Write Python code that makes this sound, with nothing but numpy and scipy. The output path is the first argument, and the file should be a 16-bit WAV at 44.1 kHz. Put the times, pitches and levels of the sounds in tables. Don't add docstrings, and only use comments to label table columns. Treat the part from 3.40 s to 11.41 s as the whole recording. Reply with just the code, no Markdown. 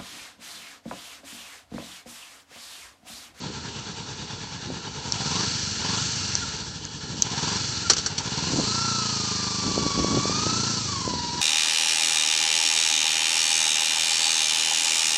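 import sys
import numpy as np
from scipy import signal
from scipy.fft import rfft, irfft
from scipy.io import wavfile
from scipy.ndimage import uniform_filter1d

SR = 44100
rng = np.random.default_rng(int(sys.argv[2]) if len(sys.argv) > 2 else 0)


def rack_gain(trim_db):
    fader = np.asarray(trim_db, float)
    return 10 ** (fader / 20)


def to_wav(sig):
    pcm = np.clip(np.atleast_2d(sig), -1, 1) * 32767
    pcm = np.round(pcm).astype(np.int16)
    wavfile.write(sys.argv[1], SR, pcm.T)


N = 353241

IDLE_SPEED = 9.2
IDLE_OPENING = .8
TWIST_S, TURN_S = .05, .1


def rms_one(x):
    return x / np.sqrt(np.mean(x ** 2) + 1e-20)


def in_time(rows):
    s, *columns = np.transpose(rows)
    return [np.interp(np.arange(N) / SR, s, c) for c in columns]


def steady(x, window_s):
    return x / np.sqrt(uniform_filter1d(x ** 2, size=int(window_s * SR)) + 1e-12)


def band(x, low_hz, high_hz):
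    return signal.sosfilt(signal.butter(2, [low_hz, high_hz], "band", fs=SR, output="sos"), x + 1e-18)


def high_pass(x, hz):
    return signal.sosfilt(signal.butter(2, hz, "high", fs=SR, output="sos"), x)


def resonance(x, hz, width_hz):
    r = np.exp(-np.pi * width_hz / SR)
    turn = 2 * np.pi * hz / SR
    return signal.lfilter([(1 - r * r) / 2, 0, (r * r - 1) / 2], [1, -2 * r * np.cos(turn), r * r], x)


def body(x, peaks, flicker_db=0):
    slow = rng.standard_normal((len(peaks), 100))
    out = np.zeros(N)
    for k, (hz, width_hz, db) in enumerate(peaks):
        flicker = flicker_db * np.interp(np.linspace(0, 99, N), np.arange(100), slow[k])
        ring = resonance(resonance(x, hz, width_hz), hz, width_hz)
        out += (-1) ** k * rack_gain(db + flicker) * ring
    return out


def strokes(cycle, at, scatter_db):
    marks = np.diff(np.floor(cycle - at), prepend=np.floor(cycle[0] - at)) > 0
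    return marks * rack_gain(scatter_db * rng.standard_normal(N))


def dying(x, decay_s):
    return signal.lfilter([1], [1, -np.exp(-1 / (decay_s * SR))], x)


def bursts(rows, length):
    return [(round(row[0] * SR), np.arange(length) / SR) for row in rows]


def wavelet(clicks, hz, spread_s, turn):
    t = np.arange(-700, 701) / SR
    swing = np.exp(-.5 * (t / spread_s) ** 2) * np.sin(2 * np.pi * hz * t + turn)
    return signal.fftconvolve(clicks, swing, "same")


def after_s(s, length_s):
    return np.clip((np.arange(N) / SR - s) / length_s + .5, 0, 1)


def opening(speed):
    # open in seconds, shut in seconds, opening 0-1.
    twists = [(1.58, 2.065, 1), (2.405, 2.605, 1), (3.62, 3.85, .7), (3.85, 4.195, 1), (4.68, 7.4, 1),
              (7.4, 8.1, .8)]
    shut_opening, jet_power = .15, 8
    near_idle = np.minimum(IDLE_SPEED / speed, 1) ** jet_power
    idle = shut_opening + (IDLE_OPENING - shut_opening) * near_idle
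    twisted = sum(wide * (after_s(s, TWIST_S) - after_s(shut, TWIST_S)) for s, shut, wide in twists)
    return np.maximum(idle, twisted)


def level_db(law, speed, throttle):
    clutch_bites_s, late_s = 5.14, 7.37
    gaining = uniform_filter1d(np.maximum(np.gradient(speed), 0), size=6000) * SR / 10
    shut = uniform_filter1d(np.maximum(1 - throttle / IDLE_OPENING, 0), size=4000)
    return np.dot(law, [np.ones(N), np.log2(speed / IDLE_SPEED), shut, gaining,
                        after_s(clutch_bites_s, TURN_S), after_s(late_s, TURN_S)])


def exhaust(cycle, speed, throttle):
    # time in seconds, lag in seconds.
    lag_rows = [(0, 0), (7.2, 0), (7.45, .0045), (8.01, .0045)]
    exhaust_law = (-42.5, 6.5, -4.5, 0.36, -1, -1.5)
    rough_law = (-1, -3.5, 3, -.8, -7, 4)
    lag, = in_time(lag_rows)
    heard = np.interp(np.arange(N) - (lag - .0006) * SR, np.arange(N), cycle)

    fired = strokes(heard, 0, scatter_db=.8)
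    fired = fired + rack_gain(80 / speed - 6.5) * strokes(heard, .26, scatter_db=1.2)
    pumped = strokes(heard, .17, scatter_db=2)
    pumped = pumped + rack_gain(-2) * strokes(heard, .39, scatter_db=2)
    pumped = pumped + rack_gain(-9) * strokes(heard, .88, scatter_db=2)
    firing, pumping = throttle * fired, (1 - throttle) * pumped

    pulse = wavelet(firing, 175, .0019, turn=-1.5)
    edge = rack_gain(-4) * wavelet(firing, 340, .0009, turn=-.6)
    edge = edge + rack_gain(-15) * wavelet(firing, 700, .0005, turn=0) * np.minimum(speed / 25, 1)
    thud = rack_gain(8.5) * wavelet(pumping, 116, .0012, turn=3.57)
    pipe = high_pass(pulse + edge, 80) + thud
    pipe = pipe + rack_gain(4.5) * resonance(pipe, 130, 70)
    pipe = pipe + rack_gain(11.5) * resonance(pipe * (10 / speed) ** 2, 78, 31)

    puff = dying(firing + pumping, .06)
    rumble = band(band((puff + .58) * rng.standard_normal(N), 44, 260), 53, 760)
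    rough = rack_gain(level_db(rough_law, speed, throttle)) * steady(rumble, .2)
    return rack_gain(level_db(exhaust_law, speed, throttle)) * (steady(pipe, .086) + rough)


def clatter(cycle, speed, throttle):
    # centre in Hz, width in Hz, relative level in dB.
    casing_peaks = [(1346, 200, -4.5), (1673, 277, -2.5), (2295, 580, -16), (2980, 484, -3),
                    (3397, 257, -5), (3823, 320, -2.5)]
    # centre in Hz, width in Hz, relative level in dB.
    cover_peaks = [(4218, 440, 5.5), (4692, 534, 3), (5550, 720, 3), (6237, 780, 0.5), (7280, 1330, -2.5),
                   (8410, 1050, 1)]
    # centre in Hz, width in Hz, relative level in dB.
    airbox_peaks = [(429, 115, 1), (897, 290, 1.5)]
    # centre in Hz, width in Hz, relative level in dB.
    intake_peaks = [(1016, 143, 0)]
    casing_law = (-40.5, 4.5, -1.5, 0.49, -2.5, -2.5)
    hiss_law = (-40, 7.5, 0, 0.47, 0.58, -1.5)
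    # from in seconds, to in seconds, nominal change in dB.
    lever = (3.25, 3.83, -8)
    hush_db = lever[2] * (after_s(lever[0], TURN_S) - after_s(lever[1], TWIST_S))
    casing_db = level_db(casing_law, speed, throttle) + .36 * hush_db
    hiss_db = level_db(hiss_law, speed, throttle) + .2 * hush_db

    knock = throttle * (strokes(cycle, .02, scatter_db=1.2) + strokes(cycle, .27, scatter_db=1.2))
    after = dying(knock, .0027)
    lumpy = np.cos(2 * np.pi * (cycle - .13)) * 9 / speed
    grains = rng.standard_normal((3, N)) * rack_gain(2 * np.minimum(rng.exponential(1, (3, N)), 4))

    casing = body(grains[0] * (1 + .28 * lumpy + .6 * after), casing_peaks, flicker_db=1.5)
    casing = casing + rack_gain(hush_db - 14.5) * band(grains[0] * (1 + .18 * lumpy), 440, 4300)
    hollow = body(grains[1] * (1 + .22 * lumpy + .5 * after) + 25 * knock, airbox_peaks)
    casing = casing + hollow * (IDLE_SPEED / speed) ** .4 * (.61 + .38 * throttle)
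    drawn = throttle * speed / 25
    growl = rack_gain(-9.5) * body((grains[2] * (1 + 1.9 * after) + 130 * knock) * drawn, intake_peaks)
    covers = body(grains[1] * (1 + .23 * lumpy + .33 * after), cover_peaks, flicker_db=1)
    covers = covers + rack_gain(hush_db - 16.5) * band(grains[2], 2700, 13000)
    return rack_gain(casing_db) * steady(casing + growl, .79) + rack_gain(hiss_db) * steady(covers, .088)


def whine(cycle, speed, throttle):
    # time in seconds, level in dB.
    geared_db = [(5.15, -50), (5.35, -31.5), (5.55, -29), (5.75, -39), (6.25, -37), (6.5, -31.5),
                 (7.15, -31), (7.4, -39.5), (7.6, -32.5), (8.01, -33)]
    # multiple of the mesh frequency, level in dB before colouring.
    orders = [(1, 0), (2, -10), (3, -8.5), (4, -10)]
    # frequency in Hz, gain in dB.
    colour = [(800, 0), (1400, -2), (1950, -9), (2400, 1), (2900, -6), (3500, 1), (4500, 0), (5500, -6)]
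    free_law = (-67, 13, -20, 2.5, 0, 0)
    teeth_per_cycle = 46
    wander = rms_one(band(rng.standard_normal(N), 13, 60))
    waver = (.4 + 150 / speed ** 2) * np.sin(2 * np.pi * cycle + 1.5) + .4 * wander
    phase = 2 * np.pi * teeth_per_cycle * cycle + waver
    throb = 1 + .25 * np.cos(2 * np.pi * (cycle - .2)) + .15 * np.cos(8 * np.pi * cycle)

    tone = np.sin(phase)
    for k, db in orders[1:]:
        radiated_db = np.interp(k * teeth_per_cycle * speed, *np.transpose(colour))
        tone += rack_gain(db + radiated_db) * np.sin(k * phase)
    change = uniform_filter1d(np.abs(np.gradient(speed)) * SR, size=6000)
    loose = np.clip(change / 45, .15, .9)
    shake = signal.sosfilt(signal.butter(2, 45, fs=SR, output="sos"), rng.standard_normal((2, N)))
    rattle = rms_one(shake[0] * np.sin(phase) + shake[1] * np.cos(phase)) / np.sqrt(2)

    unloaded = np.arange(N) < geared_db[0][0] * SR
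    db = np.where(unloaded, level_db(free_law, speed, throttle), in_time(geared_db)[0])
    mixed = np.sqrt(1 - loose ** 2) * tone + loose * rattle
    return rack_gain(uniform_filter1d(db, size=3000)) * throb * mixed


def gust_db():
    # start in seconds, length in seconds, buffeting level in dB.
    gusts = [(0, 0.12, -39), (1.287, 0.039, -40), (3.695, 0.065, -40), (5.104, 0.072, -26),
             (6.26, 0.21, -31.5), (6.584, 0.18, -26.5), (6.886, 0.32, -34), (7.296, 1, -41),
             (7.684, 0.075, -35)]
    rise_db_per_s, fall_db_per_s, calm_db = 335, 145, -52.5
    t = np.arange(N) / SR
    levels = [np.full(N, calm_db)]
    for s, length, db in gusts:
        rise = rise_db_per_s * np.maximum(s - t, 0)
        fall = fall_db_per_s * np.maximum(t - s - length, 0)
        levels.append(db - rise - fall)
    return np.max(levels, axis=0)


def wind():
    # time in seconds (the centre lands 2 ms later), nominal peak in dB.
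    slap_rows = [(1.301, -22), (5.17, -22), (5.191, -19), (5.197, -15.5), (5.208, -25), (6.241, -27),
                 (6.377, -11.5), (6.463, -17), (6.588, -17.5), (6.644, -12), (6.744, -17), (6.772, -13),
                 (6.854, -15), (6.895, -16.5), (7.065, -15.5), (7.676, -17.5), (7.736, -21)]
    struck = rng.random(N) < 300 / SR
    eddies = struck * rng.choice([-1, 1], N) * rack_gain(4 * np.minimum(rng.exponential(1, N), 3))
    buffet = rms_one(band(band(eddies, 120, 335), 60, 1100)) + rack_gain(-10) * rms_one(band(eddies, 32, 76))
    slaps = np.zeros(N)
    slaps[[round(s * SR) + 90 for s, db in slap_rows]] = rack_gain(np.array(slap_rows)[:, 1])
    slapped = wavelet(slaps, 330, .00085, turn=-.8) + rack_gain(-9) * wavelet(slaps, 640, .0006, turn=-.8)
    return rack_gain(gust_db()) * buffet + slapped


def outdoors():
    # frequency in Hz, relative spectral level in dB.
    rumble_colour = [(15, -55), (25, -25), (59, -16), (90, 1), (120, -29), (200, -120)]
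    hz, shape = np.maximum(np.fft.rfftfreq(N, 1 / SR), 1), np.array(rumble_colour)
    gain = rack_gain(np.interp(np.log(hz), np.log(shape[:, 0]), shape[:, 1]))
    return rack_gain(-55) * rms_one(irfft(rfft(rng.standard_normal(N)) * gain, N))


def ticks():
    # start in seconds, peak of the snap in dB, ring in Hz.
    tick_rows = [(1.7212, -4.5, 5600), (2.9520, -3.5, 5900), (3.165, -21, 6500), (3.4505, -17, 6500),
                 (3.8210, 5, 6250)]
    out = np.zeros(N)
    tails = rng.standard_normal((len(tick_rows), 900))
    for (i, t), (s, db, hz), tail in zip(bursts(tick_rows, 900), tick_rows, tails):
        ring = np.sin(2 * np.pi * hz * t)
        ring = ring + .4 * np.sin(2 * np.pi * .78 * hz * t) + .25 * np.sin(2 * np.pi * 1.25 * hz * t)
        snap = np.exp(-((t - .0016) / .0006) ** 2) * ring
        snap = snap + .25 * np.exp(-((t - .0014) / .00012) ** 2)
        echo = .27 * (t > .002) * np.exp(-t / .004) * band(tail, 3500, 8700)
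        out[i:i + 900] += rack_gain(db) * (snap / np.abs(snap).max() + echo)
    return out


def squeaks():
    # start in seconds, length in seconds, first pitch in Hz, last pitch in Hz,
    # relative level in dB.
    squeak_rows = [(3.008, 0.05, 1484, 1306, -36), (4.435, 0.056, 1430, 1325, -35.5)]
    out = np.zeros(N)
    for s, length, from_hz, to_hz, db in squeak_rows:
        shape = np.hanning(int(length * SR))
        phase = 2 * np.pi * np.cumsum(np.linspace(from_hz, to_hz, len(shape))) / SR
        out[round(s * SR):][:len(shape)] += rack_gain(db + 5.5) * shape * np.sin(phase)
    return out


def gear_change():
    # start in seconds, relative level in dB, 60 dB decay of the grind in
    # seconds, relative level of the low modes in dB (-17 leaves them as they are).
    clunk_rows = [(4.4975, -6.5, .08, -15), (4.533, -14, .04, -22), (4.565, -18, .05, -17),
                  (4.58, -21, .12, -20), (4.66, -17.5, .075, -15), (4.779, -17.5, .06, -28)]
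    # frequency in Hz, relative level in dB, ring setting in seconds
    # (about four times the mode's own 60 dB decay).
    modes = [(453, -3, 0.091), (790, -11, 0.029), (1320, -6, 0.013), (3100, -15, 0.021),
             (4080, -13.5, 0.0077), (4480, 4, 0.05), (5560, 1, 0.013), (5880, -1, 0.057),
             (7630, -3.5, 0.0077)]
    out = np.zeros(N)
    grits = rng.standard_normal((len(clunk_rows), 6000))
    for (i, t), (s, db, t60, low_db), grit in zip(bursts(clunk_rows, 6000), clunk_rows, grits):
        burst = grit * np.minimum(t * 500, 1) * rack_gain(-60 * t / t60)
        rings = rack_gain(-19.5) * band(burst, 1400, 9200)
        for hz, level, ring_s in modes:
            rings = rings + rack_gain(level + (low_db + 17) * (hz < 2200)) * resonance(burst, hz, 8.64 / ring_s)
        out[i:i + 6000] += rack_gain(db + 8) * rings
    return out


def scene():
    # time in seconds, four-stroke cycles per second.
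    speed_rows = [(0, 9.26), (1.57, 9.16), (1.73, 12.97), (2.05, 27.82), (2.41, 20.72), (2.62, 27.66),
                  (2.93, 22.97), (3.12, 16.22), (3.48, 9.83), (3.93, 15.55), (4.15, 26.11), (4.36, 22.42),
                  (4.77, 11.49), (5.04, 21.4), (5.34, 28.98), (5.43, 29.81), (5.9, 26.11), (6.62, 24.43),
                  (6.82, 24.79), (7.26, 29.87), (7.41, 27.96), (7.53, 24.59), (7.69, 21.79), (7.85, 20.61),
                  (8.01, 21.13)]
    flywheel_s = .1
    speed = uniform_filter1d(in_time(speed_rows)[0], size=int(flywheel_s * SR), mode="nearest")
    cycle = -.34 + np.cumsum(speed) / SR
    throttle = opening(speed)
    engine = exhaust(cycle, speed, throttle) + clatter(cycle, speed, throttle)
    machine = engine + whine(cycle, speed, throttle) + ticks() + squeaks() + gear_change()
    return (machine + wind() + outdoors())[None]


def band_limit(x):
    return signal.sosfilt(signal.butter(12, 16000, fs=SR, output="sos"), x)


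def record(dry):
    input_limit, overload = .72, .76
    stop_hz = 10250
    thin = high_pass(dry, 60)
    clipped = np.clip(thin, -input_limit, input_limit)
    narrow = signal.sosfilt(signal.cheby2(10, 80, stop_hz, fs=SR, output="sos"), clipped)
    return band_limit(np.clip(narrow, -overload, overload))


dry = scene()
out = record(dry)
to_wav(out)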